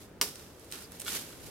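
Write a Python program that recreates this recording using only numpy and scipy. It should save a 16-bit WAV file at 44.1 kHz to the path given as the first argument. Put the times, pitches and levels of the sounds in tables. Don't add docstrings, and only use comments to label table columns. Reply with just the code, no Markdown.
import sys
import numpy as np
from scipy import signal
from scipy.fft import rfft, irfft
from scipy.io import wavfile
from scipy.ndimage import uniform_filter1d

SR = 44100
rng = np.random.default_rng(int(sys.argv[2]) if len(sys.argv) > 2 else 0)


def wav_out(sig):
    wavfile.write(sys.argv[1], SR, np.round(np.clip(np.atleast_2d(sig).T, -1, 1) * 32767).astype(np.int16))


N = 66150
TIME = np.arange(N) / SR


def amp(db):
    return 10 ** (np.asarray(db) / 20)


def unit(x):
    return x / np.sqrt(np.mean(x ** 2) + 1e-20)


def per_bin(points):
    hz, value = np.transpose(points)
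    bin_hz = np.arange(N + 1) * SR / (2 * N)
    return np.interp(np.log(bin_hz + 1), np.log(hz), value)


def colour(x, points):
    cepstrum = irfft(np.log(amp(per_bin(points))))
    index = np.arange(2 * N)
    fold = 1 + np.sign(N - index) * (index > 0)
    response = np.exp(rfft(cepstrum * fold))
    return irfft(rfft(x, 2 * N) * response)[..., :N]


def spread(pair):
    # (frequency [Hz], likeness [0 to 1])
    likeness = [(50, 1), (300, 0.96), (1000, 0.51), (2200, 0.39), (3500, 0.085), (6000, 0.01),
                (16000, 0.017)]
    alike = np.clip(per_bin(likeness), -.99, .99)
    mid, side = rfft(pair, 2 * N) * np.sqrt([(1 + alike) / 2, (1 - alike) / 2])
    return irfft(np.array([mid + side, mid - side]))[:, :N]


def noise():
    return spread(rng.standard_normal((2, N)))


def dying(t60):
    return np.exp(-np.log(1000) * TIME / t60)


def clicks(rows):
    seconds, db = np.transpose(rows)
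    return np.bincount((seconds * SR).astype(int), amp(db), N)[:N]


def ring(x, modes):
    response = sum(amp(db) * dying(t60) * np.cos(2 * np.pi * hz * TIME) for hz, db, t60 in modes)
    return signal.fftconvolve(x, response)[:N]


def smear(x, envelope):
    burst = noise() * envelope / np.sqrt(np.sum(envelope ** 2))
    return signal.fftconvolve(np.atleast_2d(x), burst, axes=1)[:, :N]


def woodland(x):
    near, far = dying(t60=0.15), amp(-19.5) * dying(t60=0.95)
    return smear(x, near + far)


def air():
    # (frequency [Hz], level [dB])
    air_tone = [(20, -23), (40, -7), (70, 0), (120, -1), (180, -2.5), (270, -1.5), (480, -3), (750, -11.5),
                (1400, -16.5), (3000, -24.5), (7000, -30), (13000, -34.5), (16000, -32.5)]
    # (time [s], level [dB])
    air_level = [(0, -52.5), (.7, -52.5), (1.35, -51), (1.5, -49.5)]
    loudness = amp(np.interp(TIME, *np.transpose(air_level)))
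    return loudness * unit(colour(noise(), air_tone))


def breeze():
    # (time [s], level [dB])
    wind_level = [(0, -64.5), (.6, -68.5), (1.3, -68), (1.5, -51)]
    # (frequency [Hz], level [dB])
    wind_tone = [(20, -9), (70, -4), (150, -5.5), (400, -16), (2000, -50)]
    loudness = amp(np.interp(TIME, *np.transpose(wind_level)))
    return loudness * unit(colour(rng.standard_normal((2, N)), wind_tone))


def friction(tone):
    contacts_per_s, size_spread_db, hiss_db, flutter_db = 6000, 2.8, -3, 1.27
    sizes = amp(size_spread_db * np.minimum(rng.exponential(1, (2, N)), 5))
    signs = rng.choice([-1, 1], (2, N))
    touching = rng.random((2, N)) < contacts_per_s / SR
    contacts = spread(unit(sizes * signs * touching))
    flutter = unit(uniform_filter1d(rng.standard_normal(N), size=260))
    rubbing = (contacts + amp(hiss_db) * noise()) * amp(flutter_db * flutter)
    return unit(colour(rubbing, tone))


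def foliage():
    # (peak time [s], leaf level [dB], rise [s], fall [s], stem level [dB])
    swishes = [(0.02, -52.5, 0.088, 0.084, -82), (0.273, -43, 0.017, 0.081, -63),
               (0.391, -54.5, .09, 0.29, -59.5), (0.62, -58.5, 0.13, 0.22, -69),
               (0.737, -43.5, 0.035, 0.11, -48), (0.823, -48, 0.17, 0.06, -57),
               (0.949, -51, 0.098, 0.14, -56.5), (1.018, -47.5, 0.048, 0.015, -66),
               (1.084, -34.5, 0.047, 0.14, -51.5), (1.152, -32, 0.054, 0.086, -44),
               (1.271, -48.5, 0.24, 0.27, -56), (1.464, -49, 0.15, 0.15, -67)]
    # (frequency [Hz], level [dB])
    leaf_tone = [(200, -8.5), (800, -5.5), (1800, -2), (3400, 2), (6000, 1), (10500, 0), (13500, -1),
                 (16000, -14)]
    # (frequency [Hz], level [dB])
    stem_tone = [(80, -26.5), (200, 3), (400, 4.5), (750, -6), (1500, 0), (3300, -9), (6000, -15),
                 (16000, -65)]
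    leaf_power = stem_power = 0
    for peak, leaf_db, rise, fall, stem_db in swishes:
        swell = np.exp(-2 * np.maximum((peak - TIME) / rise, (TIME - peak) / fall))
        leaf_power += (amp(leaf_db) * swell) ** 2
        stem_power += (amp(stem_db) * swell) ** 2
    return np.sqrt(leaf_power) * friction(leaf_tone) + np.sqrt(stem_power) * friction(stem_tone)


def bark():
    # (time [s], level [dB])
    hits = [(0.2235, -21), (0.2640, -24), (0.7350, -24)]
    # (frequency [Hz], level [dB])
    bump_tone = [(80, -24), (250, 5), (430, 6), (620, -11), (1050, -12), (2000, -12), (5000, -28),
                 (16000, -45)]
    bumps = colour(smear(clicks(hits), dying(t60=.015)), bump_tone)
    squeak_at_s, width_s, squeak_hz, fade_s, squeak_db = .85, 0.014, 4870, 0.006, -53.5
    squeak = unit(np.array([ring(side, [(squeak_hz, 0, fade_s)]) for side in noise()]))
    swell = np.exp(-((TIME - squeak_at_s) / width_s) ** 2)
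    return bumps + amp(squeak_db) * swell * squeak


def twigs():
    # (time [s], level [dB], pitch [Hz])
    snaps = [(0.357, -22.5, 5150), (0.3961, -29, 4500), (0.5965, -32.5, 9000), (0.645, -33, 10000),
             (0.7152, -22.5, 9000), (0.7234, -14.5, 4000), (0.7360, -22, 3950), (0.824, -28, 11500),
             (0.9198, -22.5, 11100), (0.9978, -20, 9000), (1.0015, -17.5, 7800), (1.0105, -23, 10000),
             (1.0177, -17, 8900), (1.0487, -20, 11000)]
    # (frequency [Hz], level [dB])
    twig_tone = [(200, -13), (1200, 3), (3000, -3), (5500, -2), (8500, 0.5), (12000, -1), (16000, -8)]
    ring_db, ring_cycles, echo_db = -6, 5.8, -6.5
    ticks = 0
    for start, db, hz in snaps:
        bass_cut = signal.butter(1, 0.44 * hz, "high", fs=SR, output="sos")
        tick = signal.sosfilt(bass_cut, clicks([(start, db)]))
        ticks += tick + ring(tick, [(hz, ring_db, ring_cycles / hz)])
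    splinters = smear(ticks, dying(t60=0.0083))
    return colour(splinters + amp(echo_db) * woodland(ticks), twig_tone)


def knocks():
    # (time [s], level [dB])
    hits = [(0.9200, -57), (1.0205, -48), (1.0600, -44), (1.0650, -36.5), (1.0802, -30.5), (1.0830, -39),
            (1.3280, -51)]
    # (pitch [Hz], level [dB], fade time [s])
    stick_modes = [(980, -17, .02), (1447, 0.5, 0.017), (1770, -14, 0.014), (2270, -5, 0.037),
                   (2840, -5, .018), (3264, -6.5, 0.035), (3470, -4, 0.025), (3960, -9, 0.022)]
    stick = ring(clicks(hits), stick_modes)
    return stick + amp(-6) * woodland(stick)


def disperse(x):
    centre_hz, width_hz = 9200, 3100
    radius = np.exp(-np.pi * width_hz / SR)
    angle = 2 * np.pi * centre_hz / SR
    poles = [1, -2 * radius * np.cos(angle), radius ** 2]
    return signal.lfilter(poles[::-1], poles, x)


def crack():
    # (time [s], level [dB])
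    fractures = [(0.21282, -20.5), (0.21332, -26), (0.21356, -18.5), (0.21388, -1.5), (0.21428, -26)]
    # (pitch [Hz], level [dB], fade time [s])
    wood_modes = [(258, -48.5, 0.11), (381, -37, .11), (456, -35.5, .1), (1118, -37, 0.064),
                  (1214, -30, .04), (1474, -30.5, 0.04), (1746, -37, 0.046), (2163, -29, 0.042),
                  (2877, -26.5, 0.032), (3190, -19, 0.011), (4370, -16.5, 0.011), (5030, -10.5, 0.0056),
                  (5760, -38, 0.0069), (8300, -19.5, 0.0043)]
    # (frequency [Hz], level [dB])
    echo_tone = [(100, -11), (250, -1), (420, 11), (600, -1), (1150, 4.5), (2000, -1), (3000, 1),
                 (3900, 3.5), (5000, 7.5), (7000, 2.5), (13000, 1.5), (16000, -8)]
    breaks = clicks(fractures)
    bass_cut = signal.butter(2, 262, "high", fs=SR, output="sos")
    snap = amp(-22) * signal.sosfilt(bass_cut, breaks)
    direct = disperse(snap + ring(breaks, wood_modes))
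    echoes = amp(3.5) * colour(woodland(breaks), echo_tone)
    return direct + echoes


def scene():
    return crack() + foliage() + twigs() + knocks() + air() + breeze() + bark()


def record(dry):
    # (frequency [Hz], left minus right [dB])
    balance = [(100, 0.5), (2000, .5), (4500, -1.5), (7000, -2), (9000, -6), (12000, -6), (16000, 1)]
    left = colour(dry[0], [(hz, db / 2) for hz, db in balance])
    right = colour(dry[1], [(hz, -db / 2) for hz, db in balance])
    treble_cut = signal.ellip(10, .3, 80, 16000, fs=SR, output="sos")
    return signal.sosfilt(treble_cut, [left, right])


dry = scene()
out = record(dry)
wav_out(out)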